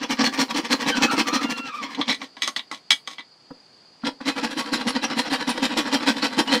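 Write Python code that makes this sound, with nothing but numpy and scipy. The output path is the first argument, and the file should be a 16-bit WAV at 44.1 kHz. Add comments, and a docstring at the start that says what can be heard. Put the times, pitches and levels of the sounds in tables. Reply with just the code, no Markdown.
"""In a small workshop, a fine-toothed hand saw cuts a thin plastic sheet held on a board.
With each quick push and pull the teeth tear off chips, so the sheet rasps and the board shakes.
The cut-off piece snaps free, the pieces clatter, and one is tossed onto the bench.
The saw is set down on the sheet with soft bumps, and a second cut begins.
Outside, a rooster crows once and insects keep up a thin hiss."""
import sys
import numpy as np
from scipy import signal
from scipy.fft import rfft, irfft, next_fast_len
from scipy.io import wavfile
from scipy.ndimage import map_coordinates

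SR = 44100
rng = np.random.default_rng(int(sys.argv[2]) if len(sys.argv) > 2 else 0)


def output_pcm(signal):
    """Save a mono or channel-first signal as 16-bit PCM at the path in sys.argv[1].

    Samples are clipped to [-1, 1] before scaling.
    """
    pcm = np.clip(np.atleast_2d(signal).T, -1, 1) * 32767
    wavfile.write(sys.argv[1], SR, np.round(pcm).astype(np.int16))


N = 291060
SHEET_TURNED_S = 3  # strokes after this time belong to the second cut

# The sheet's tone (how strong each pitch is) in each cut: pitch_hz, level_db
FIRST_CUT_TONE = [(220, -45), (380, 4), (444, -2), (495, 1.5), (626, -8.5), (842, -2.5), (1410, -6.5),
                  (1700, -0.5), (3070, -4.5), (3700, -9), (4260, -1.5), (4610, -6), (5730, -9.5),
                  (6600, -19), (12000, -32.5), (15800, -36)]
SECOND_CUT_TONE = [(220, -63), (380, -24), (488, 10), (636, 0), (910, 1), (1210, 0.5), (1600, 2),
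                   (1990, -4.5), (2150, -9), (2510, -8), (4260, -8.5), (5560, -13), (6300, -24.5),
                   (9740, -27), (15800, -44.5)]
# Pitches at which sheet and blade ring in the second cut: pitch_hz, width_hz, boost_db
SECOND_CUT_RINGS = [(496, 16, 0), (839, 37, 5.5), (928, 72, 4), (1112, 13, 8.5), (1610, 24, 3),
                    (1914, 48, 2.5), (2000, 49, 6), (2530, 53, 1.5), (3136, 60, 3.5), (4050, 115, 3.5)]
# The low tone of the board under the sheet: pitch_hz, level_db
BOARD_TONE = [(25, -26.5), (85, -36), (132, -26.5), (150, -20.5), (175, -10.5), (200, -14.5), (230, -3),
              (275, 1.5), (305, -4.5), (350, -32.5), (420, -15), (700, -68)]


def amp(db):
    """Turn decibels into a number to multiply by."""
    return 10 ** (np.asarray(db) / 20)


def unit(x):
    """Scale a signal to an average power of 1."""
    return x / np.sqrt(np.mean(x ** 2) + 1e-20)


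def along(points, hz):
    """Read between (pitch_hz, value) points, with octaves evenly spaced."""
    pitches, values = np.transpose(points)
    return np.interp(np.log(hz + 1), np.log(pitches + 1), values)


def clock():
    """The time of every sample, in seconds."""
    return np.arange(N) / SR


def wobble(rate, size=N):
    """A smooth curve through `rate` random values a second."""
    points = rng.standard_normal(int(size * rate / SR) + 4)
    return map_coordinates(points, [np.arange(size) * rate / SR])


def swell(time_s, half_s):
    """A bell-shaped rise and fall around time_s."""
    near = np.arange(max(0, int((time_s - 4 * half_s) * SR)), min(N, int((time_s + 4 * half_s) * SR)))
    bell = np.zeros(N)
    bell[near] = np.exp(-((near / SR - time_s) / half_s) ** 2)
    return bell


def body(tone, rings=(), low_hz=1, high_hz=SR, size=8192):
    """How an object answers one tap: a broad tone plus ringing pitches, from low_hz to high_hz."""
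    hz = np.fft.rfftfreq(size, 1 / SR) + 1
    peaks = 1 + sum(amp(db) ** 2 / (1 + (2 * (hz - pitch) / width) ** 2) for pitch, width, db in rings)
    band = 1 / (1 + (low_hz / hz) ** 16) / (1 + (hz / high_hz) ** 16)
    gain = amp(along(tone, hz)) * np.sqrt(peaks * band)
    # these steps keep the tone but put all the ringing after the tap
    cepstrum = irfft(np.log(np.maximum(gain / gain.max(), 1e-5)))
    cepstrum[1:size // 2] *= 2
    cepstrum[size // 2 + 1:] = 0
    response = irfft(np.exp(rfft(cepstrum)))
    return response / np.linalg.norm(response)


def contact_spot(low_hz, high_hz, fade_s, ring_db, count):
    """A tap with random ringing pitches: every spot that is touched rings differently."""
    t = np.arange(SR // 12) / SR
    hz = rng.uniform(low_hz, high_hz, (count, 1))
    decay = amp(-60 * t / fade_s)
    response = amp(ring_db) * 2 * decay / decay.sum() * np.cos(2 * np.pi * hz * t).sum(axis=0)
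    response[0] += 1
    return response / np.linalg.norm(response)


def through(x, response):
    """Play a signal through an object or a room."""
    return signal.oaconvolve(x, response)[:len(x)]


def noise(tone):
    """Steady noise with the given tone."""
    return through(rng.standard_normal(N), body(tone))


def outdoor_air():
    """A quiet rush of air whose level drifts a little."""
    # The air's tone: pitch_hz, level_db
    air_tone = [(25, -24), (60, -24), (100, -15), (140, -5), (284, -5), (500, -7), (880, -7.5), (1870, -14),
                (4000, -15), (5400, -17), (7000, -22), (10000, -31.5), (15800, -61)]
    return amp(-58.5) * noise(air_tone) * amp(wobble(3.13))


def insects():
    """Insects make a thin, high hiss that flickers slightly."""
    # Their narrow band of sound: pitch_hz, level_db
    insect_tone = [(3600, -73), (4200, -43), (4380, 2), (4600, -11), (4850, 4), (5020, -17.5), (5250, -21),
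                   (6000, -50.5)]
    return amp(-56 + wobble(22.63)) * noise(insect_tone)


def strokes():
    """List every push and pull of the saw, followed by how its teeth bite."""
    # Pushes, about 6.5 a second, and the lighter pulls between them (speed 1 is a brisk stroke):
    # fastest_moment_s, half_length_s, top_speed, level_db
    pushes = [(.119, .018, 1.03, -25.5), (.26, 0.023, 0.97, -23.5), (.412, 0.021, 1.08, -22),
              (.577, 0.021, 0.96, -24), (.728, 0.02, 1.01, -22.5), (.888, 0.019, 1.08, -23.5),
              (1.039, 0.019, 0.95, -19.5), (1.197, 0.017, 0.96, -19.5), (1.353, 0.017, 1.12, -23),
              (1.512, .015, 1, -27.5), (1.67, 0.027, 0.69, -39), (1.836, 0.026, 0.71, -37),
              (2.003, 0.017, 0.48, -34.5), (2.102, 0.021, 0.74, -27.5), (2.226, 0.022, 0.91, -43.5),
              (4.072, .018, 0.46, -27.5), (4.287, 0.022, 0.76, -25.5), (4.449, 0.024, 0.67, -28),
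              (4.596, 0.024, 1.01, -28.5), (4.746, 0.019, 1.06, -25.5), (4.889, 0.02, .9, -25),
              (5.043, .018, .7, -27.5), (5.193, 0.02, 0.98, -25.5), (5.336, 0.023, 0.93, -26.5),
              (5.5, 0.022, 0.96, -26.5), (5.647, 0.019, .85, -22.5), (5.791, 0.02, 0.98, -23),
              (5.946, 0.019, .85, -21), (6.094, 0.024, 0.81, -23), (6.25, .021, 0.78, -22.5),
              (6.397, .018, .85, -22), (6.545, 0.028, .7, -21.5)]
    pulls = [(.035, .019, 0.52, -27.5), (.21, .02, 0.41, -22), (.346, .018, 0.97, -31),
             (.511, 0.015, 0.74, -30.5), (.656, .014, 0.73, -29), (.819, .02, 0.74, -26.5),
             (.971, .019, 0.68, -25), (1.127, .019, 1.08, -25), (1.285, .015, 0.99, -26),
             (1.435, .019, 0.81, -26), (1.584, 0.015, 0.89, -32.5), (1.76, .035, 0.98, -46),
             (1.925, .04, .7, -42.5), (4.22, 0.011, 0.35, -43.5), (4.382, 0.022, 0.51, -29.5),
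             (4.52, .018, 0.76, -32), (4.675, .025, 0.49, -33), (4.81, .028, .4, -30.5),
             (4.966, 0.028, 0.39, -29), (5.117, 0.029, 0.32, -29.5), (5.275, .027, 0.27, -28.5),
             (5.417, .025, 0.45, -30.5), (5.579, .029, 0.51, -30), (5.722, .028, .4, -28),
             (5.876, .027, 0.42, -27), (6.027, .02, 0.41, -29), (6.181, .024, 0.57, -30),
             (6.332, .03, 0.42, -32), (6.489, 0.019, 0.55, -27.5)]
    # How the teeth bite, one row for each cut (levels are added to the stroke's own):
    # edge_db, judder_db, catch_speed, judder_growth_db_per_half_length
    push_bite = [(2.2, 3.8, 0.47, -.5), (2.5, 4, 0.58, -3.5)]
    pull_bite = [(-0.01, 0.5, 0.31, 1), (-0.86, 1, 0.35, -0.62)]
    return [(*row, *bite[int(row[0] > SHEET_TURNED_S)])
            for rows, bite in ((pushes, push_bite), (pulls, pull_bite)) for row in rows]


def glide(half_lengths):
    """The blade speeds up and slows again: its share of top speed, which it reaches at 0."""
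    return np.exp(-np.abs(half_lengths / np.where(half_lengths < 0, 1.02, .98)) ** 1.38)


def teeth(speed, tooth_hz, scatter_db, chip_share, snag_db):
    """Each tooth tears off a chip: a tick and a puff of noise, more often when the blade is fast."""
    size = len(speed)
    teeth_passed = np.cumsum(tooth_hz * (speed + .12) * np.exp(.12 * wobble(150, size))) / SR
    tooth = teeth_passed.astype(int)
    bite = amp(scatter_db * rng.standard_normal(size))[tooth]
    ticks = np.diff(tooth, prepend=0) * bite / np.sqrt(speed + 0.034)
    chips = bite * np.exp(-1.5 * (teeth_passed % 1)) * rng.standard_normal(size)
    rasp = np.sqrt(1 - chip_share) * unit(ticks - ticks.mean()) + np.sqrt(chip_share) * unit(chips)
    return unit(rasp * amp(snag_db * wobble(128.7, size)))  # runs of teeth snag and slip together


def saw():
    """The teeth shake sheet and board: a rasp, a bright edge, and dust hiss that grows with speed."""
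    # Pitches at which sheet and blade ring in the first cut: pitch_hz, width_hz, boost_db
    first_cut_rings = [(487, 21, 2.5), (795, 17, -9), (1163, 73, 6.5), (2060, 32, -12), (2374, 65, -0.5),
                       (3113, 80, 5), (3430, 94, 6.5), (4080, 35, 3), (5520, 200, 1)]
    hiss_db, hiss_growth = -9.5, 1.7
    t = np.arange(-SR // 5, SR // 5) / SR  # 0 is a stroke's fastest moment
    layers = np.zeros((3, N + SR))
    for time_s, half_s, top_speed, db, edge_db, *_ in strokes():
        shape = glide(t / half_s)
        # on a hard push the teeth skate at first, then dig in all at once
        pressure = np.clip((db + 30) / 6.5, 0, 1)
        since_dig = t + 1.02 * half_s
        dig = np.where(since_dig < 0, amp(-1), 1 + 0.48 * np.exp(-np.abs(since_dig) / 0.0061))
        snag_db = 1.71 / np.sqrt(top_speed)  # slow strokes snag more
        scrape = teeth(top_speed * shape, tooth_hz=860.5, scatter_db=1.96, chip_share=0.69,
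                       snag_db=snag_db)
        spot = contact_spot(687.3, 15000, fade_s=0.074, ring_db=4, count=30)
        scrape = through(scrape * shape * dig ** pressure, spot)
        dust = scrape * np.sqrt(shape) * top_speed ** hiss_growth
        levels = amp(db + np.array([[0], [edge_db], [hiss_db]]))
        layers[:, round(time_s * SR):][:, :len(t)] += levels * [scrape, scrape, dust]
    rasp, edge, hiss = layers[:, SR // 5:][:, :N]
    sound = amp(-2) * through(rasp, body(BOARD_TONE))
    # the sheet is turned and gripped anew for the second cut, so it rings differently
    first = clock() < SHEET_TURNED_S
    cuts = (first, FIRST_CUT_TONE, first_cut_rings), (~first, SECOND_CUT_TONE, SECOND_CUT_RINGS)
    for active, tone, rings in cuts:
        sound += amp(0.42) * through(rasp * active, body(tone, rings, 411, 2110))
        sound += amp(-0.76) * through(edge * active, body(tone, rings, 2083, 7700))
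        sound += amp(-0.5) * through(hiss * active, body(tone, rings, low_hz=6660))
    return sound


def judder():
    """The teeth catch as the blade passes through a slow speed, and the board shakes at a low pitch."""
    # The saw jams for an instant and jolts the board: time_s, half_length_s, level_db
    jams = [(0.229, 0.015, -18.5), (0.88, 0.0088, -18), (0.985, 0.0068, -20), (1.139, 0.008, -15.5),
            (1.453, 0.0081, -19), (1.999, 0.019, -20.5), (4.085, 0.0095, -16), (4.866, 0.016, -21),
            (6.398, 0.02, -16)]
    catch_range = 0.8  # larger lets more blade speeds shake the board
    t = np.arange(-SR // 5, SR // 5) / SR
    power = np.zeros(N + SR)
    for time_s, half_s, top_speed, db, _, judder_db, catch_speed, growth_db in strokes():
        speed = top_speed * glide(t / half_s)
        catching = np.exp(-(np.log(speed / catch_speed + 1e-9) / catch_range) ** 2)
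        level = amp(db + judder_db + growth_db * t / half_s)
        power[round(time_s * SR):][:len(t)] += (level * catching) ** 2
    jam_power = sum((amp(db) * swell(time_s, half_s)) ** 2 for time_s, half_s, db in jams)
    force = np.sqrt(power[SR // 5:][:N] + jam_power)
    swing_hz = 273 * np.exp(.065 * wobble(25) + 0.0796 * wobble(110))
    swing = np.sin(2 * np.pi * np.cumsum(swing_hz) / SR)
    shudder = amp(-5.5) * unit(swing) + amp(-8.5) * noise(BOARD_TONE)
    # the sheet slaps on the board with every swing: a hollow buzz
    slaps = unit(np.maximum(swing, 0) ** 2 * rng.standard_normal(N))
    second_cut_db = -15.5 + 1.5 * (clock() - 4)  # louder as the cut deepens from 4 s on
    buzz_db = np.where(clock() < SHEET_TURNED_S, -10.5, second_cut_db)
    buzz = amp(buzz_db) * through(slaps, body(FIRST_CUT_TONE, SECOND_CUT_RINGS, 457, 1113))
    return force * (shudder + buzz)


def squeaks():
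    """The blade sticks and slips on the side of the cut: loud squeaks, and chirps as strokes start."""
    # The loud squeaks: time_s, half_length_s, pitch_hz, level_db
    loud_squeaks = [(0.265, 0.015, 4335, -19.5), (2.112, 0.011, 4060, -21), (4.895, .01, 10030, -34),
                    (5.051, 0.0098, 5730, -24.5), (5.503, .011, 9370, -32), (6.489, 0.012, 2925, -24.5)]
    chirp_chance, chirp_half_s, chirp_hz = .4, 0.0029, 4150
    phase_per_hz = 2 * np.pi * (clock() + np.cumsum(0.0244 * wobble(600)) / SR)
    chirps = []
    for time_s, half_s, _, db, *_ in strokes():
        luck, length, pitch = rng.random(3)
        if luck < chirp_chance:
            hz = chirp_hz * (1 + .15 * (pitch - .5))
            chirps.append((time_s - 1.23 * half_s, chirp_half_s * (.5 + length), hz, db - 2.5))
    return sum(amp(db) * swell(time_s, half_s) * np.sin(hz * phase_per_hz)
               for time_s, half_s, hz, db in loud_squeaks + chirps)


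def rooster():
    """One crow: a hoarse opening, a clear held note and a rough falling end."""
    # The course of the crow: time_s, pitch_hz, level_db, roughness (0 is clear, about 1 is hoarse)
    crow = [(0.869, 753, -60, .4), (.925, 782, -21.5, 0.27), (.97, 770, -26, 0.6), (1.02, 677.5, -37, 0.77),
            (1.1, 697, -23.5, 1.04), (1.239, 619, -38, 0.83), (1.31, 611, -26.5, 0.71),
            (1.389, 614, -28.5, 0.8), (1.44, 700, -33.5, 0.11), (1.67, 678, -31.5, 0.12),
            (1.709, 610, -31.5, 0.57), (1.758, 592.4, -30, 0.55), (1.93, 518.6, -38.5, .9),
            (1.98, 476, -70, 0.83)]
    # The overtones of each voice: multiple_of_pitch, level_db
    hoarse_overtones = [(2, 1.5), (3, -39), (4, -9), (5, -25), (6, -14)]
    clear_overtones = [(2, -6), (3, -22), (4, 3), (5, -27), (6, -27)]
    times, *columns = np.transpose(crow)
    pitch_hz, db, roughness = (np.interp(clock(), times, column) for column in columns)
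    jitter = .07 * wobble(450) + .015 * wobble(60)
    phase = 2 * np.pi * np.cumsum(pitch_hz * (1 + roughness * jitter)) / SR
    hoarse, clear = (unit(sum(amp(level) * np.sin(multiple * phase) for multiple, level in overtones))
                     for overtones in (hoarse_overtones, clear_overtones))
    hoarse_share = np.clip(2 * roughness, 0, 1)
    voice = hoarse_share * hoarse + (1 - hoarse_share) * clear
    flutter = amp(3.5 * np.clip(roughness, 0, 1) * wobble(250))
    crowing = (clock() > times[0]) & (clock() < times[-1])
    return amp(db - 5) * voice * flutter * crowing


def plastic_pieces():
    """Hard little hits with a short rattle ring the loose plastic; it bounces and skids to rest."""
    # Pieces snap off or land (knock and tick are added to the level):
    # time_s, level_db, knock_db, tick_db, ring_hz, loss_per_bounce_db, skid_half_length_s
    clacks = [(1.947, -30, -27, -16, 3900, 23, 0.0048), (2.013, -20.5, -11.5, -24, 4200, 11, .004),
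              (2.079, -21, -30, -28, 3940, 20, .004), (2.093, -20, -20, -30, 3940, 4, 0.0046),
              (2.145, -30.5, -32, -7, 3970, 18, 0.0045), (2.115, -21.5, -35, -17, 2320, 6, 0.012),
              (2.216, -30.5, -7, -27, 2060, 17, 0.023), (2.367, -40, -3, -14, 3430, 7, 0.024),
              (2.42, -19, -23, -6.5, 3460, 4.5, 0.024), (2.475, -20.5, -8.5, -3.5, 1135, 16, 0.0095),
              (2.562, -21, -18, -9.5, 3490, 21, 0.013), (2.593, -28.5, -17, -24, 3360, 13, .005),
              (2.713, -32, -1.5, -4, 2080, 5.5, 0.03), (2.905, -10.5, -20.5, -5.5, 3380, 5.5, .003),
              (3.074, -29, -7.5, -7.5, 3300, 17, 0.035), (3.182, -34.5, -10.5, -28, 2050, 2.5, 0.012)]
    # A loose piece's tone: pitch_hz, level_db
    tone = [(90, -49), (150, -19), (280, 0), (390, -21.5), (490, -13), (1140, -8), (1520, -14.5),
            (1960, -8), (2630, -11), (3320, -1.5), (4100, -9.5), (5600, -13.5), (8100, -23), (8900, -23.5),
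            (11600, -31), (15800, -44)]
    # The pitches at which it rings: pitch_hz, width_hz, boost_db
    rings = [(1097, 19.5, 10.5), (1983, 64, 10.5), (2280, 53, 12), (3150, 88, -13), (3600, 80, -7),
             (3810, 140, -4), (3980, 240, 5.5), (5100, 150, 6.5), (6360, 146, 10), (8140, 350, 7)]
    bounce_s, skid_db = .0112, -11.5
    t = np.arange(SR // 8) / SR
    crack_and_rattle = amp(-60 * t / .008) + amp(7) * amp(-60 * t / 0.046)
    rise = 1 - np.exp(-t / 0.00057)  # the plastic gives a little when hit
    layers = np.zeros((3, N))
    for time_s, db, knock_db, tick_db, ring_hz, loss_db, _ in clacks:
        for bounce in range(3):
            hit = rng.standard_normal(len(t)) * crack_and_rattle * rise
            hit = through(hit, contact_spot(688, 11000, fade_s=0.053, ring_db=3, count=14))
            # the spot that is struck decides which pitch rings loudest
            hit = through(hit, contact_spot(ring_hz, ring_hz, fade_s=0.013, ring_db=3, count=1))
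            levels = amp(db - bounce * loss_db + np.array([[knock_db + 28.5], [22.5], [tick_db + 23]]))
            start = round((time_s + bounce * bounce_s) * SR)
            layers[:, start:][:, :len(t)] += levels * hit / np.linalg.norm(hit)
    knock, clack, tick = layers
    sound = through(knock, body(tone, rings, 100, 1560))
    sound += through(clack, body(tone, rings, 1350, 4620))
    sound += through(tick, body(tone, rings, low_hz=4480))
    sliding = sum(amp(db + skid_db) * swell(time_s + 1.14 * half_s, half_s)
                  for time_s, db, *_, half_s in clacks)
    scratch = unit(rng.standard_normal(N) * amp(3.7 * wobble(400)))
    return sound + through(sliding * scratch, body(tone, rings))


def saw_bumps():
    """A soft touch of the saw thumps the board and faintly rings the sheet."""
    # The saw is set down: time_s, level_db
    touches = [(3.506, -41), (4.035, -34.5), (4.204, -39)]
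    force = sum(amp(db) * swell(time_s + 0.0039, 0.00433) for time_s, db in touches)
    touch = force * rng.standard_normal(N)
    thump = amp(14) * through(touch, body(BOARD_TONE))
    ring = amp(5.5) * through(touch, body(SECOND_CUT_TONE, SECOND_CUT_RINGS, 380, 1600))
    return thump + ring


def workshop_echo(x):
    """The small room echoes, each pitch dying away at its own speed."""
    # How long the echo takes to fade by 60 dB: pitch_hz, fade_s
    fade_times = [(150, 0.18), (500, 0.19), (2000, 0.13), (6000, 0.12), (14000, 0.24)]
    hz, t, spectrum = signal.stft(rng.standard_normal(SR // 2), SR, nperseg=256)
    fade = amp(-60 * t / along(fade_times, hz)[:, None])
    _, tail = signal.istft(spectrum * fade, SR, nperseg=256)
    delay = round(.004 * SR)
    return through(x, np.pad(tail / np.linalg.norm(tail), (delay, 0)))


def scene():
    """Mix the sawing, the clatter, the outdoor sounds and the echo into one channel."""
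    sawing = saw() + judder() + squeaks() + saw_bumps()
    clatter, crow = plastic_pieces(), rooster()
    echo = workshop_echo(amp(-9.5) * sawing + amp(-8.5) * clatter + amp(-2) * crow)
    return (sawing + clatter + crow + echo + outdoor_air() + insects())[None]


def record(dry):
    """The microphone input rounds off the hardest peaks; the very highest pitches are cut away."""
    ceiling, top_hz = .85, 15750
    rounded = dry / (1 + np.abs(dry / ceiling) ** 5) ** (1 / 5)
    size = next_fast_len(N + SR // 2)
    kept = np.fft.rfftfreq(size, 1 / SR) < top_hz
    return irfft(rfft(rounded, size) * kept, size)[:, :N]


dry = scene()
out = record(dry)
output_pcm(out)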